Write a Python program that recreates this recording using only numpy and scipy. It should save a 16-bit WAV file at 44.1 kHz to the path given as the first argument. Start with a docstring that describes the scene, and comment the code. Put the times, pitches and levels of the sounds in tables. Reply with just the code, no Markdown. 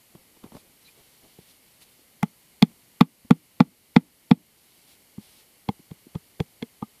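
"""Fingers rub and crumble dry soil over a faint steady hiss, as shaped noise with short bumps and squeaks.
Then a thin pipe is knocked into the hard soil at the rim of a dug pit: seven blows, each a dead thud
under a short clack, built from damped modes of earth and pipe with bursts of crushed grains.
Flat hands then pat the earth down around it: softer, looser earth modes and a faint knock of the buried pipe.
Outdoors and close, with almost no echo; a limiter holds the hardest blows."""
import sys
import numpy as np
from scipy import signal
from scipy.fft import rfft, irfft, next_fast_len
from scipy.io import wavfile
from scipy.ndimage import uniform_filter1d, minimum_filter1d

SR = 44100
rng = np.random.default_rng(int(sys.argv[2]) if len(sys.argv) > 2 else 0)


def to_wav(s):
    """Save 16-bit WAV."""
    ch = np.atleast_2d(s).T  # columns
    pcm = np.round(np.clip(ch, -1, 1) * 32767)  # PCM
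    wavfile.write(sys.argv[1], SR, pcm.astype(np.int16))


N = 308700  # samples in the scene
T = np.arange(SR // 5) / SR  # time since a contact [s]

# Blows on the pipe: (time [s], thud level [dB], upper thud mode [Hz], knock level [dB], clack level [dB],
# clack tilt [dB/octave], tone with a node at the struck spot [Hz])
BLOWS = [(2.229, -15, 217, -24.5, -30.5, -19, 1210), (2.624, -5.5, 222.7, -21.5, -19.5, 5.5, 1294),
         (3.009, -2.5, 237, -13, -19.5, -0.5, 1550), (3.3075, -2.5, 242.7, -18.5, -27, -4, 951),
         (3.6035, -2, 247.5, -14.5, -24, 1, 3490), (3.963, -1.5, 240.3, -15, -18, -5.5, 1148),
         (4.3118, -1.5, 240, -18, -23, -1.5, 1290)]
# Pats of the hand: (time [s], thud level [dB], thud pitch [Hz], knock level [dB], knock tilt [dB/octave],
# clack level [dB], fingertip level [dB])
PATS = [(5.180, -32, 196, -57, 17, -70, -67.5), (5.688, -19.5, 196, -28, -18, -36, -39.5),
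        (5.912, -33.5, 158, -55.5, -5, -56.5, -50.5), (6.153, -25, 153.4, -45, 4, -50, -43),
        (6.402, -19, 151, -35.5, 1, -34.5, -37), (6.625, -27.5, 223, -44.5, -4, -39, -42),
        (6.824, -26, 205, -36.5, 6, -58, -45)]
# Fingers bumping clods: (time [s], bump level [dB], crumble level [dB], bump pitch [Hz])
TOUCHES = [(0.149, -43.5, -56, 255), (0.368, -57, -62, 323), (0.438, -39.5, -48.5, 280),
           (0.519, -48, -52.5, 255), (0.549, -42.5, -50, 215), (0.566, -55, -47.5, 228),
           (1.386, -44, -76, 228), (1.989, -61, -82, 318), (3.247, -46, -69, 187), (5.793, -49, -74, 220),
           (6.066, -46.5, -76, 313)]
# Strokes of skin sliding on dry soil: (start time [s], length [s], level [dB])
RUBS = [(.51, .13, -60), (.79, 0.16, -62.5), (.93, 0.67, -64), (1.45, 0.1, -57), (1.64, 0.41, -67.5),
        (1.80, .05, -47), (4.54, .42, -65), (4.85, 0.12, -57.5), (5.19, 0.26, -58.5)]
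# Fingers pressing soil against the pipe: (start time [s], length [s], level [dB])
PRESSES = [(.105, 0.13, -62.5), (.335, 0.057, -58), (.415, 0.081, -51.5), (.51, 0.089, -49),
           (.59, 0.153, -66), (.95, 0.085, -57), (1.21, .08, -55.5)]
# Skin squeaking on the pipe: (centre time [s], pitch [Hz], peak level [dB], length [s])
SQUEAKS = [(.865, 3990, -54, 0.04), (.888, 2429, -52, 0.029)]

# Modes of the ground, before each contact shifts them: (frequency [Hz], level [dB], t60 [s])
PACKED_EARTH = [(170, -4.3, .046), (242, 0, .036)]
LOOSE_EARTH = [(103.6, -3.5, 0.038), (183.8, 4, 0.042), (242, -9, 0.036), (334.5, -3, 0.024)]
# Hollow tone over the thud, before each contact shifts it: (frequency [Hz], level [dB], t60 [s])
HOLLOW = [(425, -2.5, 0.037), (480, 0.5, 0.047)]
# Lower and upper modes of the struck pipe: (frequency [Hz], level [dB], t60 [s])
PIPE_KNOCK = [(678, -3.5, .024), (847, 2, 0.03), (1154, 3, .018), (1372, -1, .018)]
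PIPE_CLACK = [(2040, -2, 0.015), (2426, -3.5, 0.015), (3357, -2.5, .013), (3686, -3.5, .013),
              (4360, -5, 0.01), (5135, -11.5, .011)]
# Lower and upper modes of the pipe end packed in loose earth: (frequency [Hz], level [dB], t60 [s])
BURIED_KNOCK = [(781, -6.5, 0.021), (846, -1, 0.014), (1030, -6, 0.015), (1222, -16.5, 0.039)]
BURIED_CLACK = [(1680, -1, 0.0061), (2126, -7.5, 0.024), (2460, -1, 0.0078), (3340, -1.5, 0.013),
                (4270, -3, 0.0067)]

# Noise colours of loose grains, crushed soil and crumbling clods: (frequency [Hz], density [dB per Hz])
GRIT = [(3000, -18.5), (5500, 0.5), (7500, -4.5), (9500, -8), (11500, -4.5), (15000, -10)]
CRUNCH = [(150, -10), (350, 5.5), (700, -6), (1250, -2.5), (1700, -8), (2300, -7.5), (3500, -10),
          (5500, -25.5), (12000, -40)]
CRUMBLE = [(200, -26), (600, 2), (1100, -1.5), (1700, -16), (3500, -16), (8000, -27), (15000, -35)]
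# Noise colours of a dull bump, a scuff through soil and rubbing skin: (frequency [Hz], density [dB per Hz])
BUMP = [(30, -28), (120, -6), (220, 4), (300, 2), (450, -13.5), (800, -24.5), (2000, -61)]
SCUFF = [(30, -2.5), (70, -2), (200, 2.5), (450, -0.5), (600, -5.5), (850, -7), (1100, -12.5), (1800, -21),
         (3500, -25.5), (9000, -36.5)]
RUB = [(200, -12.5), (800, -1), (1600, -5.5), (2600, 2), (4200, 4.5), (7000, -5), (11000, 1.5), (15000, -8)]
# Noise colours of microphone hiss and outdoor air: (frequency [Hz], density [dB per Hz])
HISS = [(880, -37), (1500, -12.5), (1770, -5.5), (2170, 0), (2520, -5), (3000, -0.5), (3340, -5.5),
        (4100, -4.5), (4440, -1.5), (4940, -5.5), (6010, -7.5), (7600, -6), (12300, -1), (14600, -10),
        (15500, -14)]
AIR = [(15, -40), (25, -8.5), (76, -1), (244, 1), (312, -1.5), (507, -3.5), (659, -6.5), (855, -6.5),
       (1600, -12.5), (2080, -44.5), (3520, -120)]
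# Decay of the faint tail from pit walls and ground: (frequency [Hz], t60 [s])
SURROUNDS = [(100, .14), (300, .13), (1000, .12), (3000, .1), (12000, .06)]

PACKED_HZ, LOOSE_HZ = 242, 175  # thud pitch at which each earth's modes stand as listed
BUMP_HZ = 260  # bump pitch at which the bump colour stands as listed
RAMMED_DB_PER_OCTAVE = 21.5  # gain of the ringing as ramming raises the thud pitch
BLOW_HOLLOW_DB, PUSH_DB, SETTLE_DB = -20, -23, -39.5  # relative to the thud
GROUND_LAG_S = .001  # the ground gives way just after the contact
CRUNCH_DB = -12.5  # relative to the knock
FIRST_GRIT_DB, GRIT_LOSS_DB = -24.5, 3.5  # relative to the thud; each blow leaves fewer loose grains
NODE_DB, NODE_OCTAVES = -10, 0.22  # depth and width of the gap the struck spot leaves among the pipe tones
PAT_HOLLOW_DB, HOLLOW_FOLLOWS = 2, 0.76  # hollow tone follows the clack by this share, the thud by the rest
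PAT_GRIT_DB = -15  # relative to the clack
STROKE_ATTACK_S, STROKE_RELEASE_S = 0.037, 0.039
ECHO_DB = -29.5  # relative to the contacts
HISS_DB, AIR_DB = -60, -66  # rms
CEILING_DB, RECOVERY_DB_PER_S, LOOK_AHEAD_S = -0.37, 7.5, .006  # limiter
TOP_HZ = 15500  # band limit


def blows():
    """Each blow bites through loose grains, clacks on the soil-damped pipe and sets the packed ground thudding."""
    out = np.zeros(N)
    for earlier, (s, thud_db, thud_hz, knock_db, clack_db, clack_tilt_db, node_hz) in enumerate(BLOWS):
        # the upper mode and the hollow tone rise and grow as the soil is rammed
        stiffening = thud_hz / PACKED_HZ
        rammed_db = RAMMED_DB_PER_OCTAVE * np.log2(stiffening)
        # only the upper mode shifts; it lies half an octave up, so the tilt is doubled
        mode_shifts = np.array([[1], [stiffening]])
        thud = amp(thud_db) * ring(PACKED_EARTH, attack=.006, stretch=mode_shifts, tilt_db=2 * rammed_db)
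        hollow_db = thud_db + BLOW_HOLLOW_DB + rammed_db
        hollow = amp(hollow_db) * ring(HOLLOW, attack=0.0011, stretch=stiffening)

        knock = amp(knock_db) * ring(struck_at(PIPE_KNOCK, node_hz), attack=0.00027)
        clack_modes = struck_at(PIPE_CLACK, node_hz)
        clack = amp(clack_db) * ring(clack_modes, attack=0.00035, tilt_db=clack_tilt_db)
        pipe = grind(knock + clack, share=0.15, t60=0.011)

        grit_db = thud_db + FIRST_GRIT_DB - GRIT_LOSS_DB * earlier
        grit = amp(grit_db) * puff(GRIT, t60=0.01, attack=0.00026)
        crunch = amp(knock_db + CRUNCH_DB) * puff(CRUNCH, t60=.045, attack=0.0094)
        push = amp(thud_db + PUSH_DB) * puff(SCUFF, t60=.04, attack=.004)  # soil shoved aside
        # the ground trembles a moment longer
        settle = amp(thud_db + SETTLE_DB) * puff(BUMP, t60=.3, attack=.01)

        add(out, s - .004, crunch + push)
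        add(out, s, hollow)
        add(out, s + GROUND_LAG_S, thud + settle)
        add(out, s + 0.00047, pipe + grit)
    return out


def pats():
    """The fingers land just before the palm; looser earth gives a deeper thud that jogs the buried pipe end."""
    out = np.zeros(N)
    for s, thud_db, thud_hz, knock_db, knock_tilt_db, clack_db, fingertips_db in PATS:
        thud = amp(thud_db) * ring(LOOSE_EARTH, attack=0.0051, stretch=thud_hz / LOOSE_HZ)
        hollow_db = thud_db + HOLLOW_FOLLOWS * (clack_db - thud_db) + PAT_HOLLOW_DB
        hollow = amp(hollow_db) * ring(HOLLOW, attack=0.001, stretch=0.953)
        knock = amp(knock_db) * ring(BURIED_KNOCK, attack=0.00011, tilt_db=knock_tilt_db)
        clack = amp(clack_db) * ring(BURIED_CLACK, attack=0.00033, tilt_db=1.0)
        pipe = grind(knock + clack, share=0.57, t60=0.0093)
        grit = amp(clack_db + PAT_GRIT_DB) * puff(GRIT, t60=0.019, attack=0.00086)
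        fingertips = amp(fingertips_db) * puff(SCUFF, t60=0.063, attack=0.0034)
        add(out, s - .007, fingertips)
        add(out, s, thud + hollow + pipe + grit)
    return out


def fingers():
    """Fingers press and rub the soil, bump and crumble small clods, and squeak on the pipe."""
    return sliding(RUBS, RUB, grain_db=2.2) + sliding(PRESSES, SCUFF, grain_db=2.6) + touches() + squeaks()


def sliding(strokes, spectrum, grain_db):
    """Each stroke swells, holds and lets go; dry grains of uneven size catch under the skin."""
    t = np.arange(N) / SR
    pressure = np.zeros(N)
    for s, length, db in strokes:
        swell = (t - s) / STROKE_ATTACK_S
        release = (s + length - t) / STROKE_RELEASE_S
        shape = np.clip(np.minimum(swell, release), 0, 1)
        pressure = np.maximum(pressure, amp(db) * shape)
    grains = rng.standard_normal(N) * amp(grain_db * rng.exponential(size=N))
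    return pressure * unit(colour(grains, spectrum))


def touches():
    """A finger bumps a clod with a dull puff while its grains crumble; smaller clods sound higher."""
    out = np.zeros(N)
    for s, bump_db, crumble_db, bump_hz in TOUCHES:
        clod = [(hz * bump_hz / BUMP_HZ, db) for hz, db in BUMP]
        bump = amp(bump_db) * puff(clod, t60=0.023, attack=.002)
        crumble = amp(crumble_db) * puff(CRUMBLE, t60=0.031, attack=0.00061)
        add(out, s, bump + crumble)
    return out


def squeaks():
    """Skin squeaks on the pipe: a short swelling tone, roughened by pitch jitter on every sample."""
    out = np.zeros(N)
    for s, hz, db, length in SQUEAKS:
        jittered_hz = hz * (1 + 0.3 * rng.standard_normal(len(T)))
        phase = 2 * np.pi * np.cumsum(jittered_hz) / SR
        swell = np.sin(np.pi * np.minimum(T / length, 1))
        add(out, s - length / 2, amp(db) * swell * np.sin(phase))
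    return out


def ring(modes, attack, stretch=1, tilt_db=0):
    """Damped modes of alternating sign; each contact spot tilts their strengths and varies them by about 1 dB."""
    hz, db, t60 = np.transpose(modes)[:, :, None]
    db = db + tilt_db * np.log2(hz / hz[0]) + rng.standard_normal(hz.shape)
    sign = (-1) ** np.arange(len(modes))[:, None]
    waves = sign * amp(db - 60 * T / t60) * np.sin(2 * np.pi * hz * stretch * T)
    return burst(waves.sum(0) * (1 - np.exp(-T / attack)))


def struck_at(modes, node_hz):
    """Tones near node_hz hardly move at the struck spot and stay weak."""
    struck = []
    for hz, db, t60 in modes:
        octaves_away = np.log2(hz / node_hz)
        gap_db = NODE_DB * np.exp(-(octaves_away / NODE_OCTAVES) ** 2)
        struck.append((hz, db + gap_db, t60))
    return struck


def grind(x, share, t60):
    """Grains break one after another under a contact, and each rings the body again."""
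    force = rng.standard_normal(len(T)) * amp(-60 * T / t60) * T
    force *= share / np.linalg.norm(force)
    force[0] = 1  # the first hit
    return signal.fftconvolve(x, force / np.linalg.norm(force))[:len(T)]


def puff(spectrum, t60, attack):
    """A short burst of crushed soil grains: decaying noise with a soft onset, then coloured."""
    envelope = amp(-60 * T / t60) * (1 - np.exp(-T / attack))
    return burst(colour(rng.standard_normal(len(T)) * envelope, spectrum))


def surrounds(x):
    """The pit walls and the ground scatter a short faint tail, new for every half second."""
    out = np.zeros(N)
    for start in range(0, N, SR // 2):
        # noise that dies away at its own rate in each frequency band
        hz, t, z = signal.stft(rng.standard_normal(SR // 3), SR, nperseg=256)
        decay = amp(-60 * t / along(SURROUNDS, hz)[:, None])
        tail = signal.istft(z * decay, SR, nperseg=256)[1]
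        add(out, start / SR, signal.fftconvolve(x[start:start + SR // 2], tail / np.linalg.norm(tail)))
    return out


def background():
    """Faint steady microphone hiss and low outdoor air, both coloured noise."""
    hiss = amp(HISS_DB) * unit(colour(rng.standard_normal(N), HISS))
    air = amp(AIR_DB) * unit(colour(rng.standard_normal(N), AIR))
    return hiss + air


def limiter(x):
    """The gain drops just before a peak passes the ceiling and creeps back, so the hiss dips after hard blows."""
    ahead = round(LOOK_AHEAD_S * SR)
    needed_db = np.minimum(0, CEILING_DB - 20 * np.log10(np.abs(x) + 1e-9))
    early_db = minimum_filter1d(needed_db, 2 * ahead)
    # a running minimum against a steady climb gives the slow recovery
    climb_db = RECOVERY_DB_PER_S * np.arange(N) / SR
    gain_db = climb_db + np.minimum.accumulate(early_db - climb_db, axis=-1)
    return x * amp(uniform_filter1d(gain_db, ahead))


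def amp(db):
    """Decibels to gain."""
    return 10 ** (np.asarray(db) / 20)


def unit(x):
    """Scale to rms 1."""
    return x / np.sqrt(np.mean(x ** 2) + 1e-20)


def burst(x):
    """Scale a short sound to the energy of 10 ms at rms 1."""
    return x / np.sqrt(np.sum(x ** 2) / (SR / 10 ** 2) + 1e-20)


def along(points, hz):
    """(frequency [Hz], value) points read on a log frequency axis."""
    f, v = np.transpose(points)
    return np.interp(np.log(hz + 1), np.log(f + 1), v)


def colour(x, spectrum):
    """Causal minimum-phase filter with the gain of (frequency [Hz], level [dB]) points."""
    m = 2 * next_fast_len(len(x))
    gain = amp(along(spectrum, np.fft.rfftfreq(m, 1 / SR)))
    # folding the cepstrum onto positive times makes the filter causal
    cepstrum = irfft(np.log(gain))
    cepstrum[1:m // 2] *= 2
    cepstrum[m // 2 + 1:] = 0
    return irfft(rfft(x, m) * np.exp(rfft(cepstrum)))[:len(x)]


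def add(track, s, sound):
    """Mix a sound in at time s [s]."""
    part = track[round(s * SR):][:len(sound)]
    part += sound[:len(part)]


def scene():
    """All contacts, their faint echo and the background."""
    contacts = blows() + pats() + fingers()
    return (contacts + amp(ECHO_DB) * surrounds(contacts) + background())[None]


def record(dry):
    """The hardest blows are limited and round off at full scale; nothing passes above the band limit."""
    held = limiter(dry)
    rounded = held / (1 + np.abs(held) ** 10) ** (1 / 10)
    m = next_fast_len(N + SR // 2)
    in_band = np.fft.rfftfreq(m, 1 / SR) < TOP_HZ
    return irfft(rfft(rounded, m) * in_band, m)[..., :N]


dry = scene()
out = record(dry)
to_wav(out)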